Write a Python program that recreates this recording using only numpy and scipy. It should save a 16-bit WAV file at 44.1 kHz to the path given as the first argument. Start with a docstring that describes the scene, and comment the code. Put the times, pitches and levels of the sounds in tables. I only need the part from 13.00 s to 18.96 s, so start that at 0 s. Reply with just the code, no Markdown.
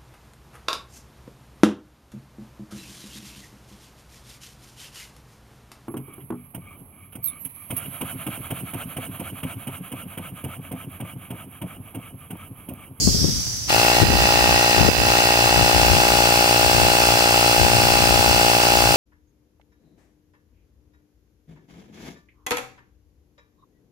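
"""Air pump on a lawn

Air hisses out where the hose clips on, then a hand-held piston pump starts filling a tank.
Each turn of its crank gives one puff, a round of valve and rod clacks, gear rattle and a surge of hiss.
The pump draws back, then slowly comes nearer. Wind buffets the left and right microphone openings
throughout, over a low, far-off hum."""
import sys
import numpy as np
from scipy.fft import rfft, irfft, next_fast_len
from scipy.io import wavfile
from scipy.ndimage import uniform_filter1d, minimum_filter1d, map_coordinates

SR = 44100
rng = np.random.default_rng(int(sys.argv[2]) if len(sys.argv) > 2 else 0)


def int16_out(signal):
    """Quantize to a 16-bit WAV file."""
    q = np.round(np.clip(np.atleast_2d(signal).T, -1, 1) * 32767)
    wavfile.write(sys.argv[1], SR, q.astype(np.int16))


N = 262836

# Tone of the leak from close by, a little away and far off. Columns: pitch_hz, level_db
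LEAK_CLOSE_TONE = [(710, -72), (1200, -36), (3200, -21), (3850, -29), (3970, -17), (4240, -6), (4930, -2),
                   (5980, -9), (6740, -4), (8630, -16), (12600, -22.5), (15800, -24)]
LEAK_AWAY_TONE = [(710, -65), (1200, -27), (2910, -30), (3240, -20), (4240, -19), (4620, -8.5),
                  (5610, -4.5), (6810, -21), (8630, -20), (9210, -30), (11100, -22), (15800, -34)]
LEAK_FAR_TONE = [(290, -66), (500, -28), (2630, -29), (4300, -22), (4690, -11), (5190, -14.5), (5500, -10),
                 (5910, -7), (6260, -12.5), (6540, -17.5), (9250, -27.5), (10200, -23), (11200, -27),
                 (15800, -33)]
# When each of those three tones is heard on its own: time_s
LEAK_TONE_TIMES = [0.068, 0.2, 0.43]
# Gusts of wind on the microphone. Columns: start_s, length_s, left_db, right_db
GUSTS = [(0.0, 0.29, -18.5, -31), (.3, .09, -25.5, -34), (.7, 0.5, -32, -51), (1.03, .1, -9, -25),
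         (1.185, 0.078, -27, -21.5), (1.367, 0.11, -27, -27), (1.487, .05, -27, -20.5),
         (1.788, 0.14, -13.5, -37), (1.984, 0.034, -12.5, -28), (2.067, 0.023, -25, -24.5),
         (2.43, 0.043, -25, -36), (2.582, 0.055, -18.5, -27), (2.747, 0.12, -19.5, -38),
         (2.914, 0.041, -14.5, -32), (3.644, 0.018, -19, -35), (3.756, .07, -18, -36),
         (4.609, 0.023, -14, -40), (4.695, 0.16, -20.5, -44), (4.922, 0.28, -21, -42),
         (5.282, 0.073, -20, -44), (5.74, 0.19, -24.5, -42)]
# Tone of the wind's rumble and of the swirls in strong gusts. Columns: pitch_hz, level_db
RUMBLE_TONE = [(22, -42), (40, -10), (60, 4), (130, -2.5), (250, -9.5), (450, -24), (900, -38), (2500, -50)]
SWIRL_TONE = [(80, -3), (300, 2), (500, -4.5), (900, -18.5), (1700, -31), (4000, -65)]
# Sudden slaps of wind on the left side. Columns: start_s, level_db, pitch_hz
SLAPS = [(0.073, 2.5, 200), (0.087, -3, 110), (0.146, -9, 151), (0.242, -1, 172), (0.285, -9, 200),
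         (0.468, -15.5, 140), (1.03, 11.5, 115), (1.129, 2.5, 65), (1.78, -6, 130), (1.81, -0.5, 170),
         (1.826, 3, 70), (1.849, -1, 109), (1.887, 10.5, 95)]
# How fast the crank spins. Columns: time_s, turns_per_s
CRANK_SPEED = [(0.7, 35.29), (0.735, 55.13), (0.78, 58.13), (0.85, 59.05), (2, 59.0), (3, 58.94),
               (4, 58.86), (5, 58.81), (5.96, 58.76)]
# How near the pump is (0 is arm's length, 1 is close). Columns: time_s, nearness
NEARNESS = [(0.7, 0.58), (1.1, 0.08), (1.7, 0.12), (2.4, 0.27), (3.1, 0.85), (5.96, 0.89)]
# How the noise swells within one turn. Columns: share_of_turn, rattle_db, hiss_db
TURN_LEVELS = [(0, 7.5, 8), (.15, 10, 1), (.3, 6, 4), (.5, 4.5, 0.5), (.66, 4, 10.5), (.76, 12, 2),
               (.86, -0.5, 9.5), (1, 5, 6.5)]
# Tone of the air rushing through the pump. Columns: pitch_hz, level_db
HISS_TONE = [(3000, -14), (6000, 6.5), (7900, 5), (9000, 4.5), (9800, -0.5), (12300, 0.5), (13100, 2.5),
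             (14000, 0.5), (15600, 4)]
# Tone of the gears and motor rattling in the plastic shell. Columns: pitch_hz, level_db
SHELL_TONE = [(150, -1.5), (500, -4), (830, 9.5), (1080, -0.5), (1700, -1), (2200, 4), (2550, 1.5),
              (3100, -6), (3800, -5), (4600, 4), (5800, -1), (6900, -7.5), (9500, -11)]
# Parts that ring when struck; blow_share is how much of the ring comes from the blow, not the gears.
# Columns: pitch_hz, width_hz, far_db, close_db, share_of_turn, blow_share, left_boost_db, left_lag_ms
RINGING_PARTS = [(1374, 570, -4, -4, 0.032, 0.7, 4.5, 0.27), (1892, 87, -6.5, -19.5, .94, 0.35, 2.5, 0.067),
                 (2648, 210, -1.5, -7, 0.019, 1, -3, 0.14), (2825, 240, -4, -4.5, 0.038, 0.52, 2, 0.18),
                 (2660, 310, -7.5, -5, .82, 0.83, -10, 0.11), (3406, 230, -9.5, -6.5, 0.43, 0.32, 1, 0.16),
                 (3600, 180, -10.5, -15, 0.049, 0.51, -1, 0.26),
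                 (4132, 390, -5, -6.5, .33, 0.39, -1.5, 0.254), (4510, 120, -25, -6.5, 0.88, 0.61, 6, 0.22),
                 (4939, 206, -3.5, -7, 0.27, 0.33, -4, 0.17), (5300, 134, -21, -8.5, .14, 0.9, 5, 0.19),
                 (6280, 490, -9, -13.5, 0.36, 0.26, 2, 0.2), (7680, 890, -13, -9, 1, 0.22, 2, 0.18),
                 (8650, 210, -27, -16.5, .88, 0.45, 14, 0.14)]
# Tone of one puff through the pump body, on each side. Columns: pitch_hz, level_db
PUFF_LEFT_TONE = [(30, -39), (59, -13), (118, -9.5), (200, -15.5), (310, -8.5), (412, -9), (471, -21.5),
                  (530, -10.5), (650, -5), (766, -5), (825, 0.5), (884, -5), (950, -21.5), (1110, -32.5),
                  (1400, -12.5), (1900, -54.5)]
PUFF_RIGHT_TONE = [(30, -40), (59, -14.5), (118, -13), (220, -18), (400, -11), (530, -7.5), (700, -15.5),
                   (825, -13.5), (1000, -25.5), (1120, -43), (1354, -20), (1590, -17.5), (1800, -31.5),
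                   (3000, -63)]

SWITCH_ON_S, FIRST_PUFF_S = 0.678, 0.7033
TIME_S = np.arange(N) / SR


def amp(db):
    """Turn decibels into a number to multiply by."""
    return 10 ** (np.asarray(db) / 20)


def unit(x):
    """Scale a sound so that its average power is 1."""
    return x / np.sqrt(np.mean(x ** 2) + 1e-20)


def tone_gain(tone, hz):
    """Look up how strongly a tone table passes each pitch."""
    pitch_hz, level_db = np.transpose(tone)
    return amp(np.interp(np.log(hz + 1), np.log(pitch_hz + 1), level_db))


def curves(table, at):
    """Join a table's rows with straight lines: one curve for each column after the first."""
    places, *columns = np.transpose(table)
    return [np.interp(at, places, column) for column in columns]


def filtered(x, response):
    """Change the strength and timing of each pitch in x by response(hz)."""
    size = 2 * next_fast_len(N // 2 + SR // 4)
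    return irfft(rfft(x, size) * response(np.fft.rfftfreq(size, 1 / SR)), size)[..., :N]


def coloured(noise, tone):
    """Give noise the shape of a tone table, at power 1."""
    return unit(filtered(noise, lambda hz: tone_gain(tone, hz)))


def ring_after(tone, hz):
    """A filter response with this tone that rings only after a blow, never before it."""
    cepstrum = irfft(np.log(tone_gain(tone, hz)))
    half = len(cepstrum) // 2
    cepstrum[1:half] *= 2  # move the early half of the ring onto the late half
    cepstrum[half + 1:] = 0
    return np.exp(rfft(cepstrum))


def delay(hz, lag_ms):
    """A filter response that makes the left side later than the right by lag_ms."""
    half = np.exp(-1j * np.pi * hz * lag_ms / 1000)
    return np.array([half, half.conj()])


def arriving(x, lag_ms):
    """A sound as it reaches the two sides, the left one later."""
    return filtered(x, lambda hz: delay(hz, lag_ms))


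def panned(left_boost_db):
    """Left and right gains; a boost below zero makes the right side louder."""
    return amp(left_boost_db * np.array([[0.5], [-0.5]]))


def blend(a, b, share):
    """Mix two unrelated sounds; the first gets this share of the power."""
    return np.sqrt(share) * a + np.sqrt(1 - share) * b


def stereo_noise(lag_ms, direct_share):
    """White noise, partly straight from the source and partly scattered."""
    direct = arriving(rng.standard_normal(N), lag_ms)
    return blend(direct, rng.standard_normal((2, N)), direct_share)


def resonance(x, pitch_hz, width_hz, lag_ms):
    """Make x ring in a narrow band around one pitch, at power 1."""
    def band(hz):
        return 1j * hz * width_hz / (pitch_hz ** 2 - hz ** 2 + 1j * hz * width_hz)
    return unit(filtered(x, lambda hz: band(hz) ** 2 * delay(hz, lag_ms)))


def swell(peak_s, hold_s, rise_db_per_s, fade_db_per_s):
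    """A level in dB that climbs to 0 at peak_s, holds, then fades."""
    age_s = TIME_S - peak_s
    level_db = rise_db_per_s * np.minimum(age_s, 0) - fade_db_per_s * np.maximum(age_s - hold_s, 0)
    return np.maximum(level_db, -120)


def wobble(per_s):
    """A smooth curve through per_s random values each second."""
    return map_coordinates(rng.standard_normal(int(N * per_s / SR) + 4), [TIME_S * per_s])


def hose_leak():
    """Air escapes where the hose clips on; the hiss thins and fades as the microphone moves away."""
    jet = stereo_noise(lag_ms=0.305, direct_share=0.12)
    tones = (LEAK_CLOSE_TONE, LEAK_AWAY_TONE, LEAK_FAR_TONE)
    fades = [np.interp(TIME_S, LEAK_TONE_TIMES, row) for row in np.eye(3)]
    hiss = sum(fade * coloured(jet, tone) for fade, tone in zip(fades, tones))
    level_db = -19 + swell(peak_s=0.04, hold_s=0, rise_db_per_s=82, fade_db_per_s=18.3)
    return amp(level_db) * hiss * panned(left_boost_db=-2.1)


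def wind():
    """Gusts over a light breeze buffet each side of the microphone; strong ones shed higher swirls."""
    breeze_db = (-33, -38.5)  # left, right
    wind_db = np.array([side_db + 4 * wobble(per_s=9.6) for side_db in breeze_db])
    for start_s, length_s, left_db, right_db in GUSTS:
        shape_db = swell(start_s, length_s, rise_db_per_s=400, fade_db_per_s=190)
        wind_db = np.maximum(wind_db, np.array([[left_db], [right_db]]) + shape_db)
    rumble = amp(wind_db) * coloured(rng.standard_normal((2, N)), RUMBLE_TONE)
    swirl_db = 1.58 * wind_db - 4  # swirls grow faster than the rumble
    swirls = amp(swirl_db) * coloured(rng.standard_normal((2, N)), SWIRL_TONE)
    return rumble + swirls


def distant_hum():
    """A low, far-off drone lies under everything."""
    noise = stereo_noise(lag_ms=0, direct_share=0.85)
    return amp(-38.5) * resonance(noise, pitch_hz=115, width_hz=21, lag_ms=0)


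def wind_slaps():
    """Sudden gusts hit the left side: each is one low push and a brief burst of swirls."""
    rise_s, decay_s = 0.00075, 0.0053
    out = np.zeros((2, N))
    swirls = coloured(rng.standard_normal(N), SWIRL_TONE)
    for start_s, level_db, pitch_hz in SLAPS:
        age_s = np.maximum(TIME_S - start_s, 0)
        shape = (1 - np.exp(-age_s / rise_s)) * np.exp(-age_s / decay_s)
        push = np.sin(2 * np.pi * pitch_hz * age_s)
        out[0] += amp(level_db) * shape * (push + 0.4 * swirls)
    return out


def air_hiss(surge_db, nearness, pace, running_s):
    """Rushing air surges with each turn, and is a little louder as it first fills the empty hose."""
    first_rush_db = 2.5 * np.exp(-(running_s / 0.14) ** 2)
    level_db = -32 + 3 * nearness + 32 * pace + first_rush_db + surge_db
    air = coloured(stereo_noise(lag_ms=0.216, direct_share=0.22), HISS_TONE)
    return amp(level_db) * air * panned(left_boost_db=-1.5)


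def gear_noise(turns):
    """The same rough teeth meet in every turn, over the fresh noise of the motor's brushes and fan."""
    roughness = rng.standard_normal((3, 750))  # rows: both sides, left, right
    teeth = np.array([map_coordinates(row, [turns % 1 * len(row)], mode="grid-wrap")
                      for row in roughness])
    grinding = blend(teeth[0], teeth[1:], share=0.48)
    motor = stereo_noise(lag_ms=0, direct_share=0.44)
    return blend(grinding, motor, share=0.26)


def shell_rattle(turns, rattle_db):
    """The gears and motor shake the plastic shell."""
    shaking = amp(rattle_db) * gear_noise(turns)
    return amp(-22) * coloured(arriving(shaking, lag_ms=0.18), SHELL_TONE)


def blows(turns, share_of_turn, jitter_ms, scatter_db):
    """One tap at the same point of every turn, each a little different in timing and strength."""
    count = int(turns[-1]) + 1
    lateness, strength = rng.standard_normal((count, 2)).T
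    on_time = np.interp(np.arange(count) + share_of_turn, turns, np.arange(N), right=2 * N)
    centres = on_time + lateness * jitter_ms * SR / 1000
    # Spread each tap over 16 samples so that its centre can fall between two of them.
    samples = centres.astype(int)[:, None] + np.arange(-7, 9)
    gap = samples - centres[:, None]
    shape = np.sinc(gap) * np.cos(np.pi * gap / 16) ** 2
    taps = amp(scatter_db * strength)[:, None] * shape
    return np.bincount(samples.ravel(), taps.ravel(), N)[:N]


def clacks(turns, rattle_db, nearness):
    """Each part is struck at its own point in the turn and kept buzzing by the gears."""
    gears = amp(rattle_db) * gear_noise(turns)
    out = np.zeros((2, N))
    for pitch_hz, width_hz, far_db, close_db, share_of_turn, blow_share, left_db, lag_ms in RINGING_PARTS:
        strikes = unit(blows(turns, share_of_turn, jitter_ms=0.023, scatter_db=0.6))
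        force = blend(strikes, gears, blow_share)
        gain = amp(far_db + nearness * (close_db - far_db)) * panned(left_db)
        out += gain * resonance(force, pitch_hz, width_hz, lag_ms)
    return amp(-24) * out


def piston_puffs(turns, nearness, pace):
    """Once a turn, the piston's gulp of air makes the pump body ring."""
    gulps = -blows(turns, share_of_turn=0, jitter_ms=0.01, scatter_db=-0.7)
    tones = (PUFF_LEFT_TONE, PUFF_RIGHT_TONE)
    body = filtered(gulps, lambda hz: np.array([ring_after(tone, hz) for tone in tones]))
    level_db = -20.5 + 1.05 * nearness + 8 * pace
    return amp(level_db) * unit(arriving(body, lag_ms=0.18))


def valve_chatter(turns):
    """With no pressure behind it yet, the valve slaps open and shut."""
    shutting = blows(turns, share_of_turn=0.0284, jitter_ms=0.02, scatter_db=2.5)
    opening = amp(-14) * blows(turns, share_of_turn=0.92, jitter_ms=0.02, scatter_db=2)
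    ring = resonance(shutting + opening, pitch_hz=2630, width_hz=240, lag_ms=0.05)
    level_db = -26 + swell(peak_s=0.76, hold_s=0.17, rise_db_per_s=90, fade_db_per_s=56)
    return amp(level_db) * ring


def pump():
    """One crank times all the pump's sounds; its speed and the pump's nearness shape their levels."""
    speed = curves(CRANK_SPEED, TIME_S)[0]
    turns = np.cumsum(speed) / SR
    turns -= np.interp(FIRST_PUFF_S, TIME_S, turns)  # count from the first puff
    pace = np.log10(speed / speed.max())  # 0 at top speed, below 0 when slower
    nearness = curves(NEARNESS, TIME_S)[0]
    running_s = np.maximum(TIME_S - SWITCH_ON_S, 0)
    rattle_db, surge_db = curves(TURN_LEVELS, turns % 1)
    hiss = air_hiss(surge_db, nearness, pace, running_s)
    rattle = amp(8 * pace) * (shell_rattle(turns, rattle_db) + clacks(turns, rattle_db, nearness))
    puffs = piston_puffs(turns, nearness, pace)
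    fade_in = np.minimum(running_s / 0.019, 1)  # the gears take up their slack
    return fade_in * (hiss + rattle + puffs + valve_chatter(turns))


def limiter(x):
    """A loud peak turns its side down at once, and the other a little; the level holds, then recovers."""
    ceiling_db, recover_db_per_s, other_side_share = -0.56, 71, 0.14
    hold = int(0.05 * SR)
    over_db = np.maximum(20 * np.log10(np.abs(x) + 1e-9) - ceiling_db, 0)
    held_db = -minimum_filter1d(-over_db, hold, origin=(hold - 1) // 2)
    recovery_db = recover_db_per_s * TIME_S
    cut_db = np.maximum.accumulate(held_db + recovery_db, axis=1) - recovery_db
    cut_db = np.maximum(cut_db, other_side_share * cut_db[::-1])
    smooth_cut_db = uniform_filter1d(cut_db, size=64)
    return x * amp(-smooth_cut_db)


def scene():
    """The pump and the sounds around it add up in open air."""
    return pump() + hose_leak() + wind() + distant_hum() + wind_slaps()


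def record(dry):
    """The recorder cuts deep bass, dips under hard wind slaps, rounds off peaks and drops the top treble."""
    bass_hz, top_hz = 32, 15780
    trimmed = filtered(dry, lambda hz: hz ** 6 / (hz ** 6 + bass_hz ** 6))
    limited = limiter(trimmed)
    rounded = limited / (1 + np.abs(limited) ** 6) ** (1 / 6)
    return filtered(rounded, lambda hz: hz < top_hz)


dry = scene()
out = record(dry)
int16_out(out)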